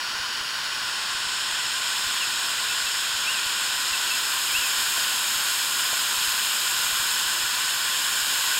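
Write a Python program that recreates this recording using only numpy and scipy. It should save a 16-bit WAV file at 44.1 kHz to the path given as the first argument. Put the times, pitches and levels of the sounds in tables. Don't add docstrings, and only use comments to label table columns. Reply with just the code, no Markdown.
import sys
import numpy as np
from scipy import signal
from scipy.io import wavfile

SR = 44100
rng = np.random.default_rng(int(sys.argv[2]) if len(sys.argv) > 2 else 0)


def store_wav(level_fs):
    pcm = np.round(np.clip(np.atleast_2d(level_fs), -1, 1) * 32767)
    wavfile.write(sys.argv[1], SR, pcm.T.astype(np.int16))


N = 378819


def from_db(db):
    return 10 ** (np.asarray(db) / 20)


def in_time(rows, t):
    s, *columns = np.transpose(rows)
    return [np.interp(t, s, column) for column in columns]


def at_hz(points, hz):
    freqs, values = np.transpose(points)
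    return np.interp(np.log(hz), np.log(freqs), values)


def bells(modes, hz):
    return sum(db * np.exp(-((hz - centre) / width) ** 2) for centre, width, db in modes)


def drift(rate_hz):
    knots = rng.standard_normal(4096)
    return np.interp(np.arange(N) / SR * rate_hz, np.arange(len(knots)), knots)


def nozzle_opening(t):
    twist_at_s, twist_takes_s, first_opening = 0.31, 1.22, 0.19
    done = np.clip((t - twist_at_s) / twist_takes_s, 0, 1)
    return first_opening + (1 - first_opening) * np.sin(np.pi / 2 * done) ** 2


def spray(level_db=0.28, flutter_db=0.31, flutter_rate_hz=36, swell_db_per_s=0.0135):
    # f/Hz, level/dB
    jet_colour = [(120, -36.5), (450, -35), (750, -31), (1000, -23), (1800, -22), (3000, -21.0),
                  (5000, -18), (8000, -22.5), (11000, -29.5), (15500, -34.5)]
    # f/Hz, width/Hz, level/dB
    bore_modes = [(1027, 72, 4.5), (1297, 114, -3), (1490, 210, 6.0), (1460, 47, 2.5)]
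    # t/s, pitch factor, depth factor
    bore_drift = [(0, .998, 0.93), (2.5, 1.001, 1.04), (6.75, 0.99, 1.01), (7.7, 1.02, 1.25)]
    # f/Hz, level/dB
    tight_tilt = [(1700, 0), (3500, -4), (8000, -4.0), (12200, 1.5)]
    # f/Hz, width/Hz, level/dB
    tight_modes = [(2140, 94, -10), (2997, 200, 5.5), (3988, 168, -3.8), (4528, 277, 3), (6220, 260, -9),
                   (6741, 273, -0.5), (7324, 280, -9.5), (8540, 540, -9), (10279, 420, 0.5),
                   (11559, 695, -7)]
    # f/Hz, width/Hz, level/dB
    fan_modes = [(2140, 152, -7), (2405, 77, 2), (3066, 377, 4), (4150, 150, -2.5), (4640, 166, -7),
                 (5350, 220, 3.5), (5870, 520, -13.5), (6700, 238, 2), (7430, 310, 2), (8850, 180, 2),
                 (9630, 400, -7.5), (11500, 603, 2.5), (13739, 515, 4.5), (14720, 330, -2.2)]
    # t/s, f/Hz, level/dB
    hollow_path = [(0.5, 11600, 1), (1.0, 12100, -5), (1.5, 12200, -5), (1.9, 12400, 0)]
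    # t/s, level/dB
    wand_aim = [(0.0, -48.5), (0.93, -46.5), (1.58, -45), (1.96, -42), (2.65, -42), (3.47, -41.5),
                (4.14, -39), (4.52, -36), (6.94, -35.5), (7.56, -37.5), (8.59, -35)]
    # f/Hz, share of the aim's swing
    beaming = [(1400, 0.11), (5200, 0.16), (7300, .45), (9200, 0.52), (11000, 0.88), (12000, 1.06),
               (15000, 1.12)]
    head_on_db, hollow_width_hz = -36.0, 550
    fan_rise_per_db = .0018

    noise = rng.standard_normal(N)
    hz, t, turbulence = signal.stft(noise, SR, nperseg=1024, noverlap=768)
    hz = np.maximum(hz, 1)[:, None]
    opening = nozzle_opening(t)
    away_db = head_on_db - in_time(wand_aim, t)[0]

    pitch, depth = in_time(bore_drift, t)
    bore_db = depth * bells(bore_modes, hz / pitch)
    fan_db = bells(fan_modes, hz / (1 + fan_rise_per_db * away_db))
    tight_db = at_hz(tight_tilt, hz) + bells(tight_modes, hz)
    colour_db = at_hz(jet_colour, hz) + bore_db + opening * fan_db + (1 - opening) * tight_db
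    hollow_hz, hollow_db = in_time(hollow_path, t)
    colour_db = colour_db + bells([(hollow_hz, hollow_width_hz, hollow_db)], hz)

    nearing_db = level_db + swell_db_per_s * (t - t.mean())
    gain = from_db(nearing_db - away_db * at_hz(beaming, hz) + colour_db)
    hiss = signal.istft(turbulence * gain, SR, nperseg=1024, noverlap=768)[1][:N]
    hiss = hiss * from_db(flutter_db * drift(flutter_rate_hz))
    return signal.sosfilt(signal.butter(1, 65, "high", fs=SR, output="sos"), hiss)


def pump(shaft_hz=58.5, speed_wander=0.00123, waver_db=2.0, level_db=-2.0):
    # multiple of the shaft rate, relative level/dB
    shaft_tones = [(2.1, -62.5), (4, -64), (6, -60.5), (15, -55), (18, -49.5), (20, -57), (23, -54),
                   (32, -58), (34, -51), (35, -63), (36, -53.5)]
    turns = np.cumsum(shaft_hz * (1 + speed_wander * drift(3))) / SR
    hum = np.zeros(N)
    for multiple, db in shaft_tones:
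        gain = from_db(db + waver_db * drift(5))
        hum += gain * np.sin(2 * np.pi * (multiple * turns + rng.random()))
    return np.sqrt(2) * from_db(level_db) * hum


def ring(hits, hz, t60_s):
    clicks = np.zeros(N)
    for s, db in hits:
        clicks[int(s * SR)] = from_db(db)
    r = np.exp(-np.log(1000) / (t60_s * SR))
    w = 2 * np.pi * hz / SR
    return signal.lfilter([0, np.sin(w)], [1, -2 * r * np.cos(w), r * r], clicks + 1e-18)


def handling(bump_hz=50, bump_t60_s=0.056, bump_db=3.5, thud_hz=95, thud_t60_s=.04, thud_db=7.0):
    # t/s, relative level/dB
    firm_bumps = [(0.199, -49), (0.409, -49), (1.149, -48), (2.069, -47), (3.149, -49), (3.919, -48.5),
                  (5.359, -51), (6.279, -48), (6.929, -47), (6.999, -46), (7.439, -49), (8.229, -50)]
    # t/s, relative level/dB
    grip_knocks = [(4.979, -38), (5.930, -34)]
    # f/Hz, level/dB, t60/s
    grip_modes = [(407, -12, .05), (530, -2, .04), (660, 2, .05)]
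    light_per_s, light_db, light_spread_db = 1.7, -52, 1.5

    light_s = np.flatnonzero(rng.random(N) < light_per_s / SR) / SR
    light_bumps = [(s, light_db + light_spread_db * rng.standard_normal()) for s in light_s]
    hits = list(firm_bumps) + light_bumps
    bumps = from_db(bump_db) * ring(hits, bump_hz, bump_t60_s)
    thuds = from_db(thud_db) * ring(hits, thud_hz, thud_t60_s)
    knocks = sum(from_db(db) * ring(grip_knocks, hz, t60_s) for hz, db, t60_s in grip_modes)
    return bumps + thuds + knocks


def glide(start_hz, fall_hz_per_s, length_s):
    t = np.arange(int(length_s * SR)) / SR
    return start_hz - fall_hz_per_s * t, np.sqrt(np.sin(np.pi * t / length_s))


def bird(quaver=0.007, echo_s=.034, echo_db=-17):
    # t/s, start f/Hz, level/dB
    slurs = [(2.148, 3600, -34), (2.199, 3000, -29), (4.468, 2660, -35), (6.208, 3340, -36)]
    slur_s, slur_fall_hz_per_s = .05, 10000
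    # t/s, level/dB
    pips = [(2.688, -31), (2.718, -33), (2.86, -32), (3.928, -29), (4.1, -27), (4.13, -32)]
    pip_hz, pip_s, pip_sag_hz_per_s = 2690, 0.029, 1800
    # t/s, level/dB
    arch_calls = [(3.237, -27.5), (4.51, -25)]
    # t into call/s, f/Hz, relative level/dB
    arch = [(0, 2360, -13), (.026, 2400, -8), (.042, 2630, 1), (.06, 2810, 0), (.079, 2920, -7),
            (.096, 2860, -11), (.118, 2660, -5), (.145, 2490, -9.5), (.195, 2310, -15)]

    arch_t = np.arange(int(arch[-1][0] * SR)) / SR
    arch_hz, arch_db = in_time(arch, arch_t)
    notes = [(s, db, arch_hz, from_db(arch_db)) for s, db in arch_calls]
    notes += [(s, db, *glide(pip_hz, pip_sag_hz_per_s, pip_s)) for s, db in pips]
    notes += [(s, db, *glide(hz, slur_fall_hz_per_s, slur_s)) for s, hz, db in slurs]

    song = np.zeros(N)
    wobble = 1 + quaver * drift(250)
    for s, db, hz, swell in notes:
        span = int(s * SR) + np.arange(len(hz))
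        phase = 2 * np.pi * np.cumsum(hz * wobble[span]) / SR
        song[span] += np.sqrt(2) * from_db(db) * swell * np.sin(phase)
    return song + from_db(echo_db) * np.roll(song, int(echo_s * SR))


def scene():
    garden = spray() + pump() + handling() + bird()
    return np.array([garden, garden])


def record(dry, cutoff_hz=15750):
    return signal.sosfilt(signal.ellip(12, .1, 80, cutoff_hz, fs=SR, output="sos"), dry)


dry = scene()
out = record(dry)
store_wav(out)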